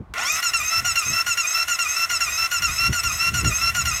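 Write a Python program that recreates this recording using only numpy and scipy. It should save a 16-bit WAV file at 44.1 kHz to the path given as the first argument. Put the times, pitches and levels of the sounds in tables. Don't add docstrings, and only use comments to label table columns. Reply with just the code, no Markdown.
import sys
import numpy as np
from scipy import signal
from scipy.fft import rfft, irfft
from scipy.io import wavfile
from scipy.ndimage import uniform_filter1d

SR = 44100
rng = np.random.default_rng(int(sys.argv[2]) if len(sys.argv) > 2 else 0)


def generate_wav(sig):
    pcm = np.round(np.clip(np.atleast_2d(sig).T, -1, 1) * 32767).astype(np.int16)
    wavfile.write(sys.argv[1], SR, pcm)


N = 176400


def gain(db):
    return 10 ** (np.asarray(db) / 20)


def unit(x):
    return x / np.sqrt(np.mean(x ** 2))


def level_at(hz, points):
    f, db = np.array(points).T
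    return np.interp(np.log(np.maximum(hz, 1)), np.log(f), db)


def colour(x, points):
    size = 8192
    cepstrum = irfft(np.log(gain(level_at(np.arange(size // 2 + 1) * SR / size, points))))
    cepstrum[1:size // 2] *= 2
    cepstrum[size // 2 + 1:] = 0
    ring = irfft(np.exp(rfft(cepstrum)))
    return signal.fftconvolve(x, ring / np.linalg.norm(ring))[:N]


def wander(per_s):
    hold = max(int(SR / per_s), 2)
    return unit(uniform_filter1d(rng.standard_normal(N)[np.arange(N) // hold], hold))


def distant_rush():
    tone = [(100, -17), (1000, -5), (3000, -29), (15000, -48)]  # f/Hz, level/dB
    return gain(-54.5) * colour(rng.standard_normal(N), tone)


# (t/s, level/dB)
WIND_LEVELS = [(0, -52.5), (1.2, -51), (1.5, -56), (2.15, -52.5), (2.8, -40), (4, -39)]
# (f/Hz, level/dB)
WIND_COLOUR = [(25, -40), (45, 0), (85, 1), (320, -24.5), (4000, -72)]
# (t/s, level/dB, half length/s)
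PUFFS = [(.01, -27.5, 0.021), (0.815, -36.5, 0.053), (1.108, -29, 0.036), (2.904, -20.5, 0.019),
         (3.34, -29, 0.076), (3.464, -18.5, 0.038)]
# (f/Hz, level/dB)
PUFF_COLOUR = [(25, -26), (80, 8), (280, -11), (600, -27), (12000, -109)]
def wind(t):
    rumble = colour(rng.standard_normal(N), WIND_COLOUR)
    gust_db = np.interp(t, *np.array(WIND_LEVELS).T) + 5 * wander(per_s=22)
    puffs = sum(gain(db) * np.exp(-((t - peak) / half) ** 2) for peak, db, half in PUFFS)
    return rumble * gain(gust_db) + puffs * colour(rng.standard_normal(N), PUFF_COLOUR)


def yard_echo(x, t, delay_s=0.0035, fade_s=0.083, echo_db=-12):
    tail = rng.standard_normal(N) * (t > delay_s) * np.exp(-np.log(1000) * t / fade_s)
    return x + gain(echo_db) * signal.fftconvolve(x, tail / np.linalg.norm(tail))[:N]


# (t/s, speed ratio)
CYCLE_STARTS = [(0.423, 0.99), (0.8461, 0.998), (1.2629, 1), (1.678, 1.002), (2.096, 0.99), (2.5107, 1.012),
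                (2.9248, 1.013), (3.337, 1.004), (3.746, 1.013)]
CYCLE_S, LAST_CYCLE_S = .416, .406
def cycle_spans():
    starts = np.array(CYCLE_STARTS)[:, 0]
    return starts, np.append(np.diff(starts), LAST_CYCLE_S)


# (t/s, tooth rate f/Hz, load level/dB, rattle level/dB, extra treble level/dB)
SPIN_UP = [(0.138, 394, -9.5, 2.5, -8), (.168, 553.6, -14, 10.5, -3), (0.183, 701.7, 4.5, 6, -3),
           (0.198, 828.4, 0.5, 12, 6.5), (0.27, 1133, 8.5, 7.5, -16.5), (0.305, 1246, 6.5, 1, 0.5),
           (0.365, 1298, 2, 6, -2.5), (0.396, 1348, 0, 5.5, -24), (0.403, 1324, -18, 8, -5)]
# (t/s into it, tooth rate f/Hz, load level/dB, rattle level/dB,
# extra treble level/dB, extra first-harmonic level/dB)
ENGINE_CYCLE = [(.003, 1432, 7.5, 1.5, -19, -9), (.02, 1433, 9.5, 3.5, -5.5, -8.5),
                (.048, 1378, 3, 1.5, 4, -4), (.079, 1305, 5.5, 1.5, -4.5, -6),
                (.089, 1328, -13, 0, -5, -1.5), (.106, 1366, -28, 1, 5, 4),
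                (.111, 1409, 7.5, 0, -6.5, -12.5), (.125, 1380, 7, 3.5, -9.5, -6.5),
                (.147, 1361, 4, 0, 5.5, -2.5), (.165, 1290, 0, 1, -1.5, 2.5),
                (.188, 1210, 3.5, 2.5, -4, 8.5), (.209, 1270, 1, 2.5, 2, -11.5),
                (.268, 1284, 3.5, 1, -1.5, -4), (.292, 1343, 6, 5, -20, -5), (.371, 1352, 7.5, 3, -18, -4),
                (.389, 1351, -30, -2.5, 2, 15), (.413, 1336, -15.5, -5, 7, -12)]
def cranking(t):
    cycle = np.array(ENGINE_CYCLE)
    starts, lengths = cycle_spans()
    spin_up = np.pad(np.array(SPIN_UP), ((0, 0), (0, 1)))
    lull = np.append(starts[0] + cycle[-1, 0] - CYCLE_S, cycle[-1, 1:])
    rows = [spin_up, lull]
    for start, length in zip(starts, lengths):
        rows.append(np.column_stack([start + cycle[:, 0] * length / CYCLE_S, cycle[:, 1:]]))
    times, *columns = np.vstack(rows).T
    tooth_hz, *levels = (np.interp(t, times, column) for column in columns)
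    speed = np.interp(t, starts + lengths / 2, np.array(CYCLE_STARTS)[:, 1])
    return tooth_hz * speed, *levels


# (t/s, level/dB)
FIRST_KNOCKS = [(.138, -25), (.181, -27)]
# (t/s into the cycle, level/dB)
CLACKS = [(.005, -23), (0.112, -23)]
# (f/Hz, level/dB)
CLACK_COLOUR = [(400, -14), (1900, 8.5), (5700, -7.5), (15000, -15)]
def clacks(t, decay_s=0.005):
    hits = list(FIRST_KNOCKS)
    for start, length in zip(*cycle_spans()):
        hits += [(start + offset * length / CYCLE_S, db) for offset, db in CLACKS]
    bursts = sum(gain(db) * (t > at) * np.exp(-np.abs(t - at) / decay_s) for at, db in hits)
    return colour(bursts * rng.standard_normal(N), CLACK_COLOUR)


def scrape(teeth_passed):
    return rng.standard_normal(N) * (1 + np.cos(2 * np.pi * teeth_passed))


def grind(t, teeth_passed, load_db, centre_hz=6050, width_hz=1330):
    edges_hz = [centre_hz - width_hz / 2, centre_hz + width_hz / 2]
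    band = signal.butter(2, edges_hz, "bandpass", fs=SR, output="sos")
    grit = unit(signal.sosfilt(band, scrape(teeth_passed)))
    swell_db = 9 * np.exp(-((t - 0.328) / 0.048) ** 2)
    return grit * gain(-39.5 + 0.88 * load_db + swell_db)


def ringing_covers(x, share=0.6, fade_s=0.03):
    t = np.arange(SR // 8) / SR
    tail = rng.standard_normal(len(t)) * np.exp(-np.log(1000) * t / fade_s)
    ring = signal.fftconvolve(x, tail / np.linalg.norm(tail))[:N]
    return np.sqrt(1 - share) * x + np.sqrt(share) * ring


TEETH = 9
# (f/Hz, level/dB)
RATTLE_COLOUR = [(480, -23), (690, -7), (850, -16), (1200, 1.5), (1550, -2), (1900, 4.5), (2250, -6),
                 (2700, -3), (3050, -14), (4200, -7.5), (4900, -12.5), (6400, -10.5), (8800, -13.5),
                 (10800, -18.5), (12700, -12), (16000, -25.5)]
def rattle(teeth_passed, level_db, clatters_per_s=400):
    at = np.flatnonzero(np.diff(np.floor(teeth_passed)))
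    before, after = teeth_passed[at], teeth_passed[at + 1]
    late = (np.ceil(before) - before) / (after - before)
    wear = rng.standard_normal(TEETH)
    tooth_wear = unit(wear - wear.mean())[np.arange(len(at)) % TEETH]
    strength = 0.3 * tooth_wear + 0.57 * rng.standard_normal(N)[:len(at)]
    knocks = np.zeros(N)
    knocks[at], knocks[at + 1] = strength * (1 - late), strength * late
    scraping = unit(scrape(teeth_passed))
    clatter = unit((rng.random(N) < clatters_per_s / SR) * (2 * rng.random(N) - 1))
    push = knocks * np.sqrt(N / len(at)) + 0.64 * scraping + 0.59 * clatter
    return ringing_covers(colour(push * gain(level_db - 34.5), RATTLE_COLOUR))


# (f/Hz, width/Hz, level/dB)
CASE_PEAKS = [(1412.4, 103, -25.5), (2419, 137, -29), (2735, 108, -30), (5377, 276, -30), (5520, 210, -42),
              (6377, 94, -29), (6890, 550, -33), (7760, 440, -39.5), (7990, 190, -36.5),
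              (11560, 200, -52.5), (12140, 190, -49.5), (12680, 320, -47.5)]
# (f/Hz, level/dB)
CASE_FLOOR = [(560, -38), (690, -39.5), (820, -39), (1900, -46), (3200, -40), (4500, -47), (8600, -53),
              (13500, -60), (15000, -72)]
# (wobbles per turn, level/dB)
SIDE_TONES = [(1, -25.5), (4, -36.5)]
def whine(tooth_hz, teeth_passed, load_db, first_db, treble_db):
    grid_hz = np.arange(0, SR // 2, 10)
    peaks = sum(gain(db) ** 2 / (1 + 2 * ((grid_hz - f) / width) ** 2) ** 2
                for f, width, db in CASE_PEAKS)
    case_gain = np.sqrt(2 * (gain(level_at(grid_hz, CASE_FLOOR)) ** 2 + peaks))
    shaky_teeth = teeth_passed + 0.0022 * wander(per_s=900)

    def tone(multiple):
        phase = 2 * np.pi * ((multiple * shaky_teeth + rng.random()) % 1)
        return np.interp(multiple * tooth_hz, grid_hz, case_gain) * np.sin(phase)

    sound = gain(-24.5 + 6 * wander(per_s=55)) * tone(.512)
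    for k in range(1, 11):
        harmonic = tone(k)
        side_tones = sum(gain(db + 1.41 * k) * tone(k + side * wobbles / TEETH)
                         for wobbles, db in SIDE_TONES for side in (-1, 1))
        in_treble = np.interp(k * tooth_hz, (5750, 6050, 8400, 9000), [0, 1, 1, 0])
        flicker_db = (1.8 + 0.28 * k) * wander(per_s=150)
        sound += (harmonic + side_tones) * gain(flicker_db + first_db * (k == 1) + treble_db * in_treble)
    return sound * gain(load_db - 1)


def soften(x, tooth_hz, cutoff_hz=2580, slow_hz=770, fast_hz=1270):
    dull = signal.sosfilt(signal.butter(1, cutoff_hz, fs=SR, output="sos"), x)
    return dull + (x - dull) * np.interp(tooth_hz, [slow_hz, fast_hz], [0.075, 1])


def starter(t, engage_s=.138):
    tooth_hz, load_db, rattle_db, treble_db, first_db = cranking(t)
    teeth_passed = np.cumsum(tooth_hz * (1 + 0.0016 * wander(per_s=260))) / SR
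    gears = whine(tooth_hz, teeth_passed, load_db, first_db, treble_db)
    gears += rattle(teeth_passed, rattle_db)
    gears += grind(t, teeth_passed, load_db)
    return soften(gears * (t > engage_s), tooth_hz) + clacks(t)


def scene():
    t = np.arange(N) / SR
    mono = yard_echo(starter(t), t) + wind(t) + distant_rush()
    return np.array([mono, mono])


def record(dry):
    top_hz = 15900
    return signal.sosfilt(signal.ellip(10, .2, 80, top_hz, fs=SR, output="sos"), dry)


dry = scene()
out = record(dry)
generate_wav(out)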